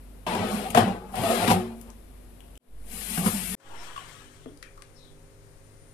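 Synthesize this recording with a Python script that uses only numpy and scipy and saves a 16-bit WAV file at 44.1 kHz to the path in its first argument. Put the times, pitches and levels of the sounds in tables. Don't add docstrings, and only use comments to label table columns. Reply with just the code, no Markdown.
import sys
import numpy as np
from scipy import signal
from scipy.fft import rfft, irfft, next_fast_len
from scipy.io import wavfile
from scipy.ndimage import uniform_filter1d

SR = 44100
rng = np.random.default_rng(int(sys.argv[2]) if len(sys.argv) > 2 else 0)


def to_wav(sig):
    pcm = np.clip(np.atleast_2d(sig), -1, 1) * 32767
    pcm = np.round(pcm).astype(np.int16)
    wavfile.write(sys.argv[1], SR, pcm.T)


def convert_level_to_amplitude(level_db):
    exponent = np.asarray(level_db, float) / 20
    return 10 ** exponent


N = 261513
TO_COUNTER_S = 3.552


def evened(x):
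    return x / np.sqrt(np.mean(x ** 2) + 1e-20)


def read(points, hz):
    f, value = np.transpose(points)
    return np.interp(np.log(hz + 1), np.log(f + 1), value)


def add(mix, s, sound):
    part = mix[round(s * SR):][:len(sound)]
    part += sound[:len(part)]


def wander(clock, smooth):
    knots = clock[::2000]
    return np.interp(clock, knots, evened(uniform_filter1d(rng.standard_normal(len(knots)), smooth)))


def resonate(x, hz, width):
    turn = np.exp(2j * np.pi * np.cumsum(hz * np.ones(len(x))) / SR)
    r = np.exp(-np.pi * width / SR)
    return 2 * (turn * signal.lfilter([1 - r], [1, -r], x / turn)).real


def split(x, edges_hz):
    lows = [signal.sosfilt(signal.butter(4, hz, fs=SR, output="sos"), x) for hz in edges_hz]
    highs = [signal.sosfilt(signal.butter(4, hz, "high", fs=SR, output="sos"), y)
             for hz, y in zip(edges_hz, lows[1:] + [x])]
    return lows[:1] + highs


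def grit(per_s, spread_db, smooth):
    size = convert_level_to_amplitude(spread_db * np.minimum(rng.exponential(1, N), 4))
    slips = size * (rng.random(N) < per_s / SR) * rng.choice([-1., 1.], N)
    return evened(evened(slips) + smooth * rng.standard_normal(N))


def dense_rings(colour, t60s, count, size):
    hz, t, z = signal.stft(rng.standard_normal((count, size)), SR, nperseg=256)
    dying = z * convert_level_to_amplitude(-60 * t / read(t60s, hz)[:, None])
    z = rfft(signal.istft(dying, SR, nperseg=256)[1][:, :size])
    z /= np.sqrt(uniform_filter1d(abs(z) ** 2, size // 200))
    return evened(irfft(z * convert_level_to_amplitude(read(colour, np.fft.rfftfreq(size, 1 / SR)))))


def sliding(drive, rings, dwell_s):
    place, size = np.arange(N) / SR / dwell_s, next_fast_len(N + rings.shape[1])
    away = (place - np.arange(len(rings))[:, None]) % len(rings) - 1
    share = np.cos(np.pi / 2 * np.clip(away, -1, 1))
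    rung = irfft((rfft(drive * share, size) * rfft(rings, size)).sum(0), size)[:N]
    return rung / np.linalg.norm(rings[0])


# frequency in Hz, likeness from 0 to 1.
AIR_SAME = [(60, 0.6), (130, 0.81), (290, 0.64), (630, 0.05), (1390, 0.065), (3050, 0.01), (6680, 0.01),
            (14600, 0.022)]


def air(colour, level_db, tones, waver_db, leaning):
    size = next_fast_len(N)
    hz, t = np.fft.rfftfreq(size, 1 / SR), np.arange(size) / SR
    a, b = rfft(rng.standard_normal((2, size)))
    like, right = np.clip(read(AIR_SAME, hz), -1, 1), convert_level_to_amplitude(-read(leaning, hz))
    z = np.array([a, right * (like * a + np.sqrt(1 - like ** 2) * b)])
    z *= convert_level_to_amplitude(read(colour, hz)) / np.sqrt(1 + right ** 2 + 2 * like * right)
    audible = irfft(z.mean(0) * (hz > 60), size)
    noise = irfft(z, size) / np.std(audible) * convert_level_to_amplitude(level_db)
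    for f, db in tones:
        drift = wander(t, 4)
        phase = f * t + rng.random() + 0.044 * drift[::-1]
        tone = np.sqrt(2) * convert_level_to_amplitude(db + waver_db * drift) * np.sin(2 * np.pi * phase)
        lean = convert_level_to_amplitude(-read(leaning, f))
        noise += 2 * tone * np.array([[1], [lean]]) / (1 + lean)
    return noise[:, :N]


# frequency in Hz, level in dB per Hz.
OVEN_AIR = [(15, -35), (25, -10), (59, -9.5), (142, -16), (243, -17), (558, -23), (673, -27), (1350, -34),
            (2560, -37), (6370, -45), (10900, -35), (13800, -43), (15000, -60)]
# frequency in Hz, level in dB.
OVEN_HUM = [(48.4, -48.5), (75.4, -63), (247.6, -61.5), (371.4, -74), (689.1, -76.5)]
# frequency in Hz, left minus right in dB.
OVEN_LEAN = [(60, 0), (110, -2), (200, 0.5), (380, 2.5), (690, 4), (1270, 6.5), (2340, 10.5), (4320, 7),
             (7950, 12), (14600, 27)]


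def oven_air():
    return air(OVEN_AIR, -54.5, OVEN_HUM, 1.2, OVEN_LEAN)


# frequency in Hz, level in dB, decay time T60 in seconds.
TRAY_MODES = [(106, -13.5, 0.78), (195.6, -2.5, 0.36), (606, -19.5, 1), (685.4, -27, 0.94),
              (810, -10.5, 0.3), (885, -4, 0.23), (1270, -15, 0.094), (1419, -25, 0.19),
              (1623, -18.5, 0.29), (2164, -24.5, 0.42), (2200, -30.5, 0.33), (2730, -24.5, 0.2),
              (2986, -31, 0.2), (3280, -30, 0.82)]
# frequency in Hz, level in dB, decay time T60 in seconds.
OVEN_MODES = [(75.4, -41.5, 0.89), (188, -0.5, 0.15), (228.85, 3.5, 1), (366, -15, 0.74),
              (539, -16.5, 0.48), (721, -34.5, 0.48), (785, -40, 0.32), (940, -24.5, 0.28)]
# frequency in Hz, level in dB per Hz.
METAL = [(29, -50.5), (50, -5.5), (133, -17), (181, 3), (299, -17.5), (483, -11), (570, -17), (674, -12.5),
         (876, -19), (1630, -19), (2690, -13.5), (6060, -27.5), (10500, -16), (14000, -24.5), (15000, -65)]
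# frequency in Hz, decay time T60 in seconds.
METAL_T60 = [(60, 0.31), (300, 0.25), (1000, 0.05), (3000, 0.11), (8000, 0.052), (14000, 0.017)]


def metal_rings():
    t = np.arange(8192) / SR
    dense = dense_rings(METAL, METAL_T60, count=4, size=len(t))
    tray_modes, oven_modes = [
        evened(sum(convert_level_to_amplitude(db - 60 * t / t60) * np.sin(2 * np.pi * hz * t) for hz, db, t60 in modes))
        for modes in (TRAY_MODES, OVEN_MODES)]
    return dense, tray_modes, oven_modes


EDGES_HZ = [300, 1100, 6000]
# time in seconds, weight on the bars in dB, sliding speed in dB, pitch of the free sheet in Hz.
FIRST_PUSH = [
    (0.266, -31, -49.5, 947),
    (0.375, -31.5, -50, 964),
    (0.385, -31.5, -56.5, 790),
    (0.534, -33.5, -41.5, 736),
    (0.684, -37.5, -51.5, 770),
    (0.7, -44.5, -40.5, 750),
    (0.74, -36, -57, 755),
]
SET_DOWN = [
    (0.743, -22.5, -37.5, 735),
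    (0.762, -20, -39.5, 744),
    (0.775, -19, -34.5, 740),
    (0.839, -27.5, -51.5, 717),
    (1.039, -48.5, -76.5, 734),
    (1.12, -49, -54.5, 745),
]
SECOND_PUSH = [
    (1.13, -42, -54, 750),
    (1.154, -33.5, -46.5, 760),
    (1.288, -27.5, -36.5, 657),
    (1.458, -27, -40, 721),
    (1.51, -20, -31.5, 728),
    (1.562, -32.5, -46, 774),
    (1.708, -48.5, -68.5, 665),
    (1.806, -60.5, -62, 740),
    (1.9, -51.5, -70, 650),
]
LAST_PUSH = [
    (2.8, -80, -70, 701),
    (2.914, -55.5, -42.5, 774),
    (3.164, -55.5, -34, 731),
    (3.174, -42, -33, 728),
    (3.222, -40, -37.5, 755),
    (3.26, -34, -27, 768),
    (3.304, -41.5, -34.5, 690),
    (3.518, -56, -37.5, 753),
    (3.55, -34.5, -37, 771),
]
# oven boom in dB, share of the singing sheet, rack clatter in dB.
COUPLING = [
    (-4.5, 0.29, 1),
    (-6.5, 0.62, -4),
    (-13.5, 0.75, 0.37),
    (-3.5, 0.32, -0.2),
]
FROM_WEIGHT_DB = [-2, 0, -9.5, -37.5]
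FROM_SPEED_DB = [-2.5, -22, -7.5, -0.5]
WEIGHT_POWER = [0.76, 0.96, 1.175, 1.3]
RELEASE_DB_PER_S = [110, 300, 400, 600]


def sliding_tray(dense, tray_modes, oven_modes):
    clock = np.arange(N) / SR
    pushes = [FIRST_PUSH, SET_DOWN, SECOND_PUSH, LAST_PUSH]
    s, weight_db, speed_db, ring_hz = np.concatenate(pushes).T
    push_now = np.searchsorted([push[0][0] for push in pushes[1:]], clock)
    boom_db, sing, rack_db = np.transpose(COUPLING)[:, push_now]
    moving = (clock < SECOND_PUSH[-1][0]) & (clock > s[0]) | (clock > LAST_PUSH[0][0])
    rings = dense + 0.15 * tray_modes + 0.21 * oven_modes
    boom, ring, clatter, hiss = split(sliding(grit(4000, 3.8, 0.88), rings, .07), EDGES_HZ)

    low_mode = evened(resonate(boom, 200 + 5 * wander(clock, 3), 30))
    boom = evened(evened(boom) + 0.86 * low_mode) * convert_level_to_amplitude(boom_db)
    sheet_hz = np.interp(clock, s, ring_hz)
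    judder = resonate(grit(220, 0.6, 0.49), sheet_hz, 270)
    sing = sing * np.clip((np.interp(clock, s, speed_db) + 76.5) / 24, 0, 1)
    ring = (evened(ring) + sing * evened(resonate(judder, sheet_hz, 45))) / np.hypot(1, sing)
    bands = [boom, ring, convert_level_to_amplitude(rack_db) * evened(clatter), evened(hiss)]

    weight, speed = [moving * convert_level_to_amplitude(np.minimum(np.interp(clock, s, db), np.interp(clock - .014, s, db)))
                     for db in (weight_db, speed_db)]
    usual_weight_db = -32.5
    out = np.zeros(N)
    for band, heavy_db, power, quick_db, release in zip(
            bands, FROM_WEIGHT_DB, WEIGHT_POWER, FROM_SPEED_DB, RELEASE_DB_PER_S):
        from_weight = convert_level_to_amplitude(heavy_db + (1 - power) * usual_weight_db) * weight ** power
        force = np.hypot(from_weight, convert_level_to_amplitude(quick_db) * speed)
        db = np.maximum.accumulate(20 * np.log10(force + 1e-9) + release * clock) - release * clock
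        out += convert_level_to_amplitude(db) * band
    return out


# time in seconds, peak in dB, depth in dB, brightness in dB.
KNOCKS = [(.349, -23, -20, -0.5), (.702, -38, 11, 19), (.747, -13.5, -15, -1.5), (.7735, -9.5, -9, -3.5),
          (.781, -23.5, 6.5, -4), (.79, -28, 2, -8), (.803, -25.5, -7, 2.5), (.876, -28, 2.5, -10.5),
          (1.155, -42, 6, 20), (1.234, -24, -10.5, -0.5), (1.31, -42, 5, 13), (1.476, -16, -4.5, 1),
          (1.501, -17, 2.5, 0.5), (1.513, -23, 3, 8.5), (3.017, -66, 0, 24), (3.175, -25.5, -9, 3),
          (3.261, -26, -8, -3)]


def knocks(dense, tray_modes, oven_modes):
    t = np.arange(8192) / SR
    struck = split(dense + 0.12 * tray_modes + .5 * oven_modes, EDGES_HZ)
    decay = convert_level_to_amplitude(-60 * t / 0.35) + 0.38 * convert_level_to_amplitude(-60 * t / 0.067)
    out = np.zeros(N)
    for k, (s, peak_db, depth_db, bright_db) in enumerate(KNOCKS):
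        blow = rng.standard_normal(220) * convert_level_to_amplitude(-60 * t[:220] / 0.012)
        band_db = [depth_db, 0, -5 + 0.51 * bright_db, -13 + bright_db]
        for db, part in zip(band_db, struck):
            ring = signal.fftconvolve(part[k % len(part)] * decay, blow)
            add(out, s, convert_level_to_amplitude(peak_db + db) * ring / abs(ring).max())
    return out


def tray():
    rings = metal_rings()
    return split(sliding_tray(*rings) + knocks(*rings), [80])[1]


def kitchen_tails():
    tails = dense_rings([(100, 8), (15000, -4.0)], [(200, 0.22), (3000, 0.32), (12000, 0.1)], count=6, size=8192)
    return tails / np.linalg.norm(tails[0])


# time in seconds, ring peak in dB, ring pitch in Hz, snap peak in dB.
BANGS = [
    (.7722, -7, 740, -24),
    (.7763, -9, 740, -28),
    (.786, -13, 700, -33),
    (1.143, -28, 750, -58),
    (1.512, -14, 770, -34),
    (3.962, -32, 1150, -52),
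    (3.977, -31, 1100, -54),
]
TAPS = [(.2776, -28, 970, -48), (.7491, -27, 123, -73), (.7831, -28, 105, -71), (.7476, -14, 710, -28),
        (.7861, -21, 330, -40), (1.5001, -27, 110, -71), (3.1741, -32, 750, -52), (3.2601, -25, 950, -46),
        (3.2641, -29, 1300, -60), (3.2841, -31, 1100, -60), (4.4581, -35, 272, -59),
        (3.6981, -43, 825, -62), (3.7171, -42, 830, -65), (3.7351, -44, 830, -66), (3.8741, -40, 980, -60),
        (3.9121, -43, 1000, -63), (.7486, -22, 1500, -40)]
PINGS = [
    (1.5301, -27, 188, -58),
    (3.9321, -42, 3120, -58),
    (3.9631, -39, 3150, -70),
    (3.9761, -39, 3060, -70),
    (3.9901, -43, 3050, -70),
    (4.4901, -49, 280, -80),
    (4.7761, -46, 1184, -50),
    (4.4591, -41.5, 436, -71),
    (4.8211, -49, 2120, -37),
    (4.8221, -51, 1170, -65),
]
PANEL_RINGS = [
    (1.525, -31.5, 366, -60.5),
    (1.531, -31.5, 230.1, -61),
]
CRUMBS = [(.2656, -28, 2600, -47), (1.8131, -34, 10600, -68), (1.9021, -46, 3000, -39),
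          (2.4051, -43, 2920, -48), (.7031, -32, 9000, -40), (.7479, -23, 3000, -32),
          (.7491, -28, 5300, -41), (.7736, -19, 1500, -40), (.7781, -21, 1900, -40),
          (.7621, -25, 1400, -45), (.7871, -23, 1600, -45), (4.8222, -48, 1500, -70),
          (2.4801, -57, 4040, -55), (2.5551, -47, 2960, -47), (2.5751, -44, 3240, -42),
          (4.2201, -46, 1200, -54), (4.4592, -39, 680, -70), (4.5741, -58, 5000, -47),
          (4.6263, -44, 4200, -61), (4.6271, -38, 1600, -37), (4.6273, -35, 2100, -60),
          (4.6276, -37, 2700, -53)]
# sharpness in Hz per Hz of width, room tail in dB.
BANG_KIND = (8, -12)
TAP_KIND = (4.6, -6)
PING_KIND = (11, -6)
PANEL_KIND = (73, -20)
CRUMB_KIND = (2.6, -5)


def small_sounds():
    out, tails = np.zeros(N), kitchen_tails()
    kinds = [(BANGS, BANG_KIND), (TAPS, TAP_KIND), (PINGS, PING_KIND),
             (PANEL_RINGS, PANEL_KIND), (CRUMBS, CRUMB_KIND)]
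    ticks = [(*row, *kind) for rows, kind in kinds for row in rows]
    for k, (s, ring_db, hz, snap_db, sharp, tail_db) in enumerate(ticks):
        width = hz / sharp
        t = np.arange(0, .04 + 2.5 / width, 1 / SR)
        tap = (t == 0) + 0.51 * rng.standard_normal(len(t)) * convert_level_to_amplitude(-60 * t / 0.014)
        ring = resonate(resonate(tap, hz, 2 * width), hz, width)
        snap = split(tap, [3500, 11000])[1]
        tick = convert_level_to_amplitude(ring_db) * ring / abs(ring).max() + convert_level_to_amplitude(snap_db) * snap / abs(snap).max()
        add(out, s, tick)
        add(out, s + 0.0033, convert_level_to_amplitude(tail_db) * signal.fftconvolve(tick, tails[k % len(tails)]))
    return out


# start in seconds, length in seconds, pitch in Hz,
# peak in dB.
SONGS = [(.27, .022, 975, -30), (0.307, 0.1, 970, -35), (0.347, 0.036, 785, -32),
         (0.366, 0.078, 423.5, -33.5), (0.379, 0.12, 227.6, -29), (0.406, 0.068, 637, -32),
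         (0.506, 0.063, 766, -37), (0.541, 0.035, 228, -31), (0.579, .07, 756, -43),
         (0.642, 0.042, 766, -33), (.85, 0.089, 189.5, -26), (0.861, .07, 790, -27.5), (.93, .17, 835, -45),
         (1.031, 0.17, 193.4, -44.5), (1.136, 0.069, 750, -34), (1.185, 0.04, 790, -31.5),
         (1.192, 0.038, 127, -30), (1.23, 0.053, 674, -22.5), (1.294, .05, 681.5, -23),
         (1.29, 0.12, 229.6, -34.5), (1.33, 0.031, 498, -32), (1.363, 0.1, 688, -31.5),
         (1.485, 0.044, 980, -25.5), (3.178, 0.036, 178, -20), (3.226, 0.028, 179, -26.5),
         (3.26, .024, 197, -14.5), (1.5, .03, 774, -20.5), (.749, 0.011, 655, -15), (0.797, .045, 760, -23),
         (3.288, 0.027, 200, -27.5), (3.333, 0.04, 205, -28.5)]


def songs():
    out = np.zeros(N)
    for s, length, hz, db in SONGS:
        t = np.arange(0, length, 1 / SR)
        flutter, wobble = evened(uniform_filter1d(rng.standard_normal((2, 8192)), 900))[:, :len(t)]
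        swell = np.sqrt(abs(np.sin(np.pi * (t / length) ** .8))) * convert_level_to_amplitude(db + 2 * flutter)
        add(out, s, swell * np.sin(2 * np.pi * (hz * t + .05 * wobble)))
    return out


# time in seconds, level in dB, rise in dB per second.
BOX = [
    (.408, -31.5, 200),
    (.785, -27, 701),
    (1.202, -34.5, 500),
    (1.45, -30.5, 500),
    (1.508, -35.5, 402),
    (3.29, -36, 294.5),
]


def oven_box():
    clock = np.arange(N) / SR
    hz, width_hz, fall_db_per_s = 102.4, 8.4, 114.5
    drum = resonate(resonate(rng.standard_normal(N), hz, width_hz), hz, 2 * width_hz)
    shake = sum(convert_level_to_amplitude(db + np.minimum(rise * (clock - s), fall_db_per_s * (s - clock))) for s, db, rise in BOX)
    return shake * evened(drum)


# frequency in Hz, level in dB per Hz.
KITCHEN_AIR = [(15, -33), (25, 8.5), (64, -9), (86, -7), (150, -10), (219, -20), (404, -14.5), (856, -23.5),
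               (1860, -26.5), (3350, -33), (9270, -31.5), (13800, -41.5), (15000, -27)]
# frequency in Hz, level in dB.
MAINS = [(102.3, -63), (150.7, -63.5), (247.6, -70), (301.5, -70.5), (344.5, -80), (398.4, -67),
         (446.8, -77), (500.6, -74.5), (543.7, -69), (2073, -82)]
# frequency in Hz, left minus right in dB.
AIR_LEAN = [(60, 1), (110, 0.67), (200, 1.5), (380, 1.3), (690, 2.8), (1270, 6.8), (2340, 9.5), (4320, 7.6),
            (7950, 15.5), (14600, 1.6)]


def kitchen_air():
    return air(KITCHEN_AIR, -57.5, MAINS, 2.9, AIR_LEAN)


# time in seconds, pressure in dB, rub resonance in Hz.
DRAG = [
    (3.6, -57, 985),
    (3.618, -62, 935),
    (3.7, -57.5, 855),
    (3.828, -49, 1000),
    (3.958, -53.5, 1010),
    (3.964, -50.5, 1100),
    (4.146, -53.5, 915),
    (4.214, -56.5, 1180),
    (4.45, -65.5, 1000),
]
# frequency in Hz, level in dB per Hz.
STONE = [(150, -42), (250, -11), (433, 0), (471, -6.5), (675, -3), (1020, -7.5), (2530, -17), (3100, -15),
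         (4840, -32.5), (5370, -30), (6400, -29.5), (8200, -25.5), (12600, -43.5), (14200, -39),
         (15000, -55)]
RUB_DB = [1.5, -1, -6]
RUB_FADE_DB_PER_S = [-15, -2, 4]


def counter():
    s, pressure_db, hz = np.transpose(DRAG)
    clock = np.arange(N) / SR
    rings = dense_rings(STONE, [(200, 0.13), (14000, 0.054)], count=5, size=4096)
    low, *rest = split(sliding(grit(1500, 4.9, 1.5), rings, .05), [1400, 4500])
    low = evened(low) + 0.68 * evened(resonate(low, np.interp(clock, s, hz), 140))
    layers = sum(convert_level_to_amplitude(db + fade * (clock - s[0])) * evened(x)
                 for db, fade, x in zip(RUB_DB, RUB_FADE_DB_PER_S, [low] + rest))
    return convert_level_to_amplitude(np.interp(clock, s, pressure_db, -200, -200)) * layers


# frequency in Hz, width in Hz, level in dB.
WHINE = [(9130, 45, 2.5), (9450, 51, -1), (9450, 55, -2)]
# time in seconds, level in dB.
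WHINE_LEVEL = [
    (3.7, -79),
    (4.7, -76.5),
    (4.9, -79),
    (5.4, -80.5),
    (5.93, -71.5),
]


def whine():
    lines = sum(convert_level_to_amplitude(db) * evened(resonate(rng.standard_normal(N), hz, width)) for hz, width, db in WHINE)
    return convert_level_to_amplitude(np.interp(np.arange(N) / SR, *np.transpose(WHINE_LEVEL), -200)) * lines


# start in seconds, length in seconds, start pitch in Hz, end pitch in Hz, level in dB.
CHIRPS = [
    (3.75, 0.079, 5660, 5200, -57),
    (4.407, 0.085, 3330, 3280, -68),
    (4.945, 0.033, 5150, 5300, -61),
    (5.0, .08, 5350, 5260, -74),
    (4.957, .11, 3990, 3870, -61.5),
    (5.024, 0.08, 3500, 3400, -69),
]


def far_birds():
    out = np.zeros(N)
    for (s, length, hz0, hz1, db), tail in zip(CHIRPS, kitchen_tails()):
        hz = np.linspace(hz0, hz1, int(length * SR))
        trill = evened(resonate(resonate(rng.standard_normal(len(hz)), hz, 560), hz, 560))
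        add(out, s, signal.fftconvolve(convert_level_to_amplitude(db) * trill * signal.windows.tukey(len(hz), .5), tail))
    return out


# frequency in Hz, left minus right in dB.
NEAR_LEAN = [(60, -1), (110, 0.5), (200, -2.5), (380, 3), (690, 1.5), (1270, 6.5), (2340, 12.5),
             (4320, 19.5), (7950, 27), (14600, 61)]
# frequency in Hz, likeness from -1 to 1.
NEAR_SAME = [(60, 0.93), (130, 0.94), (290, 0.86), (630, 1), (1390, -0.27), (3050, 0.063), (6680, 1),
             (14600, 0.096)]


def ports(x):
    hz, t, z = signal.stft(x, SR, nperseg=512, noverlap=384)
    paths = rng.standard_normal((len(t), len(hz), 2))
    a, b = uniform_filter1d(uniform_filter1d(paths, 10, 0), 2, 1).T
    other = (a + 1j * b) / abs(a + 1j * b)
    like = np.clip(read(NEAR_SAME, hz), -1, 1)[:, None]
    right = convert_level_to_amplitude(-read(NEAR_LEAN, hz))[:, None]
    left = 2 * z / np.sqrt(1 + right ** 2 + 2 * like * right)
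    lag = np.exp(-2j * np.pi * hz * 9 / SR)[:, None]
    covered = left * right * (like * lag + 1.1 * np.sqrt(1 - like ** 2) * other)
    return signal.istft(np.array([left, covered]), SR, nperseg=512, noverlap=384)[1][:, :N]


def scene():
    at_oven = np.arange(N) < TO_COUNTER_S * SR
    oven = oven_air()
    near = tray() * at_oven + small_sounds() + songs() + oven_box()
    kitchen = kitchen_air()
    near = near + counter() + whine() + far_birds()
    return ports(near) + np.where(at_oven, oven, kitchen)


# time in seconds, silence in seconds, fade-in in seconds.
CUTS = [
    (2.578, 0.0153, 0.26),
    (3.551, 0.0064, 0.12),
]


def scene_changes(x):
    t = np.arange(N) / SR
    bass = signal.sosfiltfilt(signal.butter(2, 120, fs=SR, output="sos"), x)
    treble, offset = x - bass, np.zeros(N)
    floor = convert_level_to_amplitude(-48)
    for s, silence, fade in CUTS:
        treble = treble * np.where(t < s, 1, np.clip((t - s - silence) / fade, floor, 1))
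        bass = bass * np.where(t < s, 1, np.clip((t - s - 0.094) / 0.089, floor, 1))
        u = np.maximum(t - s - .09, 0) / .14
        offset += .011 * u * np.exp((1 - u ** 2) / 2)
    return treble + bass + offset


def top_cut(x):
    return signal.sosfilt(signal.butter(12, 15250, fs=SR, output="sos"), x)


def record(dry):
    sway = signal.sosfilt(signal.butter(2, [2.5, 18], "band", fs=SR, output="sos"), rng.standard_normal((2, N)))
    x = scene_changes(dry + convert_level_to_amplitude(-60.0) * evened(sway))
    band_limit = signal.firwin(511, 14400, window=("kaiser", 9), fs=SR)
    x = signal.oaconvolve(x, band_limit[None], "same")
    mix = .95 * np.tanh(x / .95)
    return top_cut(mix)


dry = scene()
out = record(dry)
to_wav(out)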